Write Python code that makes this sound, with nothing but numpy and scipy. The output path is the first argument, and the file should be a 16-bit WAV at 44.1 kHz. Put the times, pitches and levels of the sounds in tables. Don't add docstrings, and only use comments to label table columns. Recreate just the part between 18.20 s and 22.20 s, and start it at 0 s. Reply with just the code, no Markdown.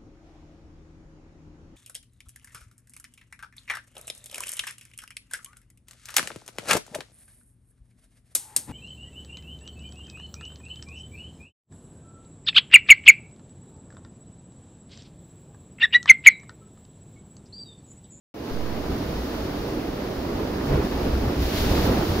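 import sys
import numpy as np
from scipy import signal
from scipy.fft import rfft, irfft
from scipy.io import wavfile
from scipy.ndimage import uniform_filter1d

SR = 44100
rng = np.random.default_rng(int(sys.argv[2]) if len(sys.argv) > 2 else 0)


def convert_level_to_amplitude(level_db):
    exponent = np.asarray(level_db, float) / 20
    return 10 ** exponent


def inscribe(sig):
    pcm = np.round(np.clip(np.atleast_2d(sig).T, -1, 1) * 32767)
    wavfile.write(sys.argv[1], SR, pcm.astype(np.int16))


N = 176400
T = np.arange(N) / SR
HZ = np.maximum(np.arange(N // 2 + 1) * SR / N, 1)
CUTOFF_HZ = 15740

# (time [s], level [dB])
CHURN_LEVEL = [(0.4, -31.5), (0.68, -29.5), (0.91, -31), (0.99, -31), (2.46, -29), (2.51, -25), (2.67, -26),
               (2.68, -33.5), (2.72, -26.5), (2.93, -27.5), (3.13, -28), (3.2, -30), (3.25, -28.5),
               (3.78, -22.5), (3.9, -27), (4.0, -24)]


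def rms_one(x):
    return x / np.sqrt(np.mean(x ** 2) + 1e-20)


def in_time(rows):
    return np.interp(T, *np.transpose(rows))


def at_hz(rows, axis=1):
    rows = np.array(rows)
    return np.interp(np.log(HZ), np.log(rows[:, 0]), rows[:, axis])


def drift(rate):
    step, settle = 40, 2000
    r = np.exp(-2 * step * np.pi * rate / SR)
    noise = rng.standard_normal(N // step + settle + 2)
    slow = signal.lfilter([1], [1, -2 * r, r * r], noise)[settle:]
    return np.interp(np.arange(N) / step, np.arange(len(slow)), rms_one(slow))


def at_ports(first, second):
    # (frequency [Hz], coherence [0-1], phase [rad])
    coherence = [(120, .993, .05), (280, .97, .12), (420, .85, .2), (750, .3, .2), (950, .42, -.7),
                 (2300, .4, -.8), (3300, .27, -3.3), (6500, .1, -7.5)]
    a, b = rfft(first), rfft(second)
    alike = np.clip(at_hz(coherence), 0, .999)
    turn = np.exp(1j * at_hz(coherence, axis=2))
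    return np.array([a, alike * turn * a + np.sqrt(1 - alike ** 2) * b])


def churn(colour, shared_db, own_db, rate):
    spectrum = at_ports(*rng.standard_normal((2, N))) * convert_level_to_amplitude(at_hz(colour))
    low, high = colour[0][0], colour[-1][0]
    spectrum = spectrum / np.sqrt(1 + (low / HZ) ** 6) / np.sqrt(1 + (HZ / high) ** 8)
    place = 2 * np.log2(HZ / low)
    last = int(2 * np.log2(high / low))
    together = drift(rate) + .5 * drift(rate * 4)
    below = drift(rate)
    out = 0
    for k in range(last + 1):
        share = np.clip(1 - np.abs(np.clip(place, 0, last) - k), 0, 1)
        fresh = drift(rate * 2)
        flicker = convert_level_to_amplitude(shared_db * together + own_db * (fresh + below))
        out = out + flicker * irfft(spectrum * share, N)
        below = fresh
    return rms_one(out)


def grains(rate, low_hz, high_hz, cycles, spread):
    size = convert_level_to_amplitude(spread * np.minimum(rng.exponential(1, (2, N)), 4))
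    sign = rng.choice([-1, 1], (2, N))
    clicks = size * sign * (rng.random((2, N)) < rate / SR)
    dealt = rng.integers(0, 16, N)
    out = 0
    for k, hz in enumerate(np.geomspace(low_hz, high_hz, 16)):
        r = convert_level_to_amplitude(-60 * hz / (cycles * SR))
        w = 2 * np.pi * hz / SR
        ring = [1, -2 * r * np.cos(w), r * r]
        out = out + signal.lfilter([0, np.sin(w)], ring, clicks * (dealt == k) + 1e-18)
    return rms_one(irfft(at_ports(*out), N))


def foam():
    # (frequency [Hz], density [dB per Hz])
    roar_colour = [(59, -10), (100, -14.5), (188, -4), (304, -1.5), (461, -7), (513, -9), (563, -9),
                   (2060, -26), (4000, -38), (5200, -69), (8800, -120)]
    bubbles_per_s, bubble_db = 400, -11
    db = in_time(CHURN_LEVEL)
    bubbles = grains(bubbles_per_s * convert_level_to_amplitude(db - db.mean()), 207, 1840, cycles=9.0, spread=5.3)
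    roar = churn(roar_colour, shared_db=0.67, own_db=0.53, rate=7.2)
    return convert_level_to_amplitude(db) * (roar + convert_level_to_amplitude(bubble_db) * bubbles)


def spray():
    # (time [s], level [dB])
    spray_level = [(0.4, -49.5), (1.06, -46.5), (1.71, -49), (2.41, -47.5), (2.48, -45), (2.62, -46.5),
                   (2.645, -44), (2.67, -45.5), (3.18, -45.5), (3.22, -41), (3.32, -40), (3.39, -36),
                   (3.45, -38), (3.55, -38), (3.67, -38), (3.7, -41), (3.85, -41.5), (4.0, -41)]
    # (frequency [Hz], density [dB per Hz])
    far_colour = [(900, 3.5), (2300, -3), (3400, 0), (4900, 1), (7200, -9), (9800, -13.5), (13000, -9.5),
                  (16000, -10.5)]
    # (frequency [Hz], density [dB per Hz])
    sheet_colour = [(1500, 2), (2500, -8.5), (3700, -0.5), (4800, -1.5), (6500, -8), (9500, -15),
                    (13000, -8.5), (16000, -10.5)]
    drops_per_s, drop_db = 1900, -7.5
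    sheet_from_db, sheet_lean_db = -44, -0.5
    db = in_time(spray_level)
    drop_rate = drops_per_s * convert_level_to_amplitude(db - db.mean() + 3.0 * drift(12.0))
    drops = grains(drop_rate, 2270, 5900, cycles=3.4, spread=1.4)
    far = convert_level_to_amplitude(np.minimum(db, sheet_from_db))
    near = np.sqrt(convert_level_to_amplitude(db) ** 2 - far ** 2 + 1e-12)
    near = near * convert_level_to_amplitude([[sheet_lean_db], [0]])
    hiss = far * churn(far_colour, shared_db=0.27, own_db=0.0, rate=8.0)
    hiss = hiss + near * churn(sheet_colour, shared_db=.3, own_db=.3, rate=25.0)
    return convert_level_to_amplitude(4) * (hiss + convert_level_to_amplitude(db + drop_db) * drops)


def hollows():
    # (time [s], level [dB], length [s], pitch [Hz])
    slams = [(0.731, -37, 0.025, 70), (0.999, -30.5, 0.032, 59.7), (2.525, -26, .018, 52),
             (2.54, -24.5, 0.035, 138), (2.59, -22.5, 0.019, 62.5), (2.768, -28.5, 0.019, 58.7),
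             (2.962, -21.5, 0.027, 64.6), (3.022, -25, 0.016, 63.4), (3.071, -25, 0.023, 73),
             (3.197, -22.5, 0.022, 62.6), (3.259, -24, .011, 56.7), (3.442, -26.5, .025, 84.5),
             (3.56, -27.5, 0.013, 62), (3.645, -24.5, 0.026, 101), (3.709, -23.5, .014, 58),
             (3.906, -24, 0.021, 91)]
    # (frequency [Hz], density [dB per Hz])
    rumble_colour = [(11, -41), (18, -3), (65, 0), (97, -3), (141, -5), (171, -11), (373, -13.5),
                     (500, -15.5), (650, -88), (1100, -120)]
    swell_db, swell_follows = -31.5, 1.3
    slam_noise_db = -3.5
    db = in_time(CHURN_LEVEL)
    power = convert_level_to_amplitude(swell_db + swell_follows * (db - db.mean())) ** 2
    tones = 0
    for s, level_db, length, hz in slams:
        shape = convert_level_to_amplitude(level_db) * np.exp(-((T - s) / length) ** 2 / 2)
        power = power + (convert_level_to_amplitude(slam_noise_db) * shape) ** 2
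        cycle = hz * (T - s) + rng.random()
        tones = tones + np.sqrt(2) * shape * np.sin(2 * np.pi * cycle)
    rumble = churn(rumble_colour, shared_db=2.5, own_db=0.1, rate=15.0)
    return np.sqrt(power) * rumble + tones


def scene():
    return foam() + spray() + hollows()


def port_colour(dry):
    # (frequency [Hz], width [Hz], left [dB], right [dB])
    port_dips = [(8210, 870, -9.5, -13.5), (11300, 750, -5.5, -21), (2810, 880, 5, -2)]
    # (frequency [Hz], level difference [dB])
    lean = [(200, -.5), (340, -2.5), (600, -5), (2300, -2.5), (4700, -3), (7000, 1), (9500, 9.5),
            (15500, 13.5)]
    db = at_hz(lean) * np.array([[.5], [-.5]])
    for hz, width_hz, left_db, right_db in port_dips:
        db = db + np.array([[left_db], [right_db]]) / (1 + (2 * (HZ - hz) / width_hz) ** 2)
    return irfft(rfft(dry) * convert_level_to_amplitude(db) * (HZ < CUTOFF_HZ), N)


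def gate(x):
    from_hz, gate_db = 7600, -12
    hz, _, z = signal.stft(x, SR, nperseg=2048)
    power = np.abs(z) ** 2
    treble = (hz > from_hz) & (hz < CUTOFF_HZ)
    left = uniform_filter1d(power[0, treble].mean(axis=0), size=5)
    right = uniform_filter1d(uniform_filter1d(power[1], size=9, axis=0), size=2, axis=1)
    keep = (right > left * convert_level_to_amplitude(2 * gate_db)) | ~treble[:, None]
    z = z * np.array([np.ones_like(keep), keep])
    return signal.istft(z, SR, nperseg=2048)[1][:, :N]


def settling_offset(u):
    dip_s, rise_s, fall_s = .007, .035, .14
    dips, tops = np.array([[-.055], [-.035]]), np.array([[.042], [.115]])
    after = np.maximum(u, 0)
    swing = (1 - np.exp(-after / rise_s)) * np.exp(-(after / fall_s) ** 1.5 / 2)
    return dips * np.exp(-(u / dip_s) ** 2 / 2) + tops * swing * .75


def low_pass(x):
    return signal.sosfilt(signal.butter(12, 16330, fs=SR, output="sos"), x)


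def record(dry):
    open_s, right_late_s, fade_s = 0.1402, 0.0014, 0.0013
    gain_start_db, gain_full_s = -6.5, 0.3
    bass_cut_hz, offset_s = 87, .322
    x = gate(port_colour(dry))
    wind_filter = signal.butter(3, bass_cut_hz, "high", fs=SR, output="sos")
    thin = signal.sosfilt(wind_filter, x)
    u = T - offset_s
    x = thin + (x - thin) * np.clip(u / .02, 0, 1)
    gain = convert_level_to_amplitude(np.interp(T, [open_s, gain_full_s], [gain_start_db, 0]))
    opening = np.clip((T - open_s - np.array([[0], [right_late_s]])) / fade_s, 0, 1)
    x = x * gain * opening + settling_offset(u)
    return low_pass(x)


dry = scene()
out = record(dry)
inscribe(out)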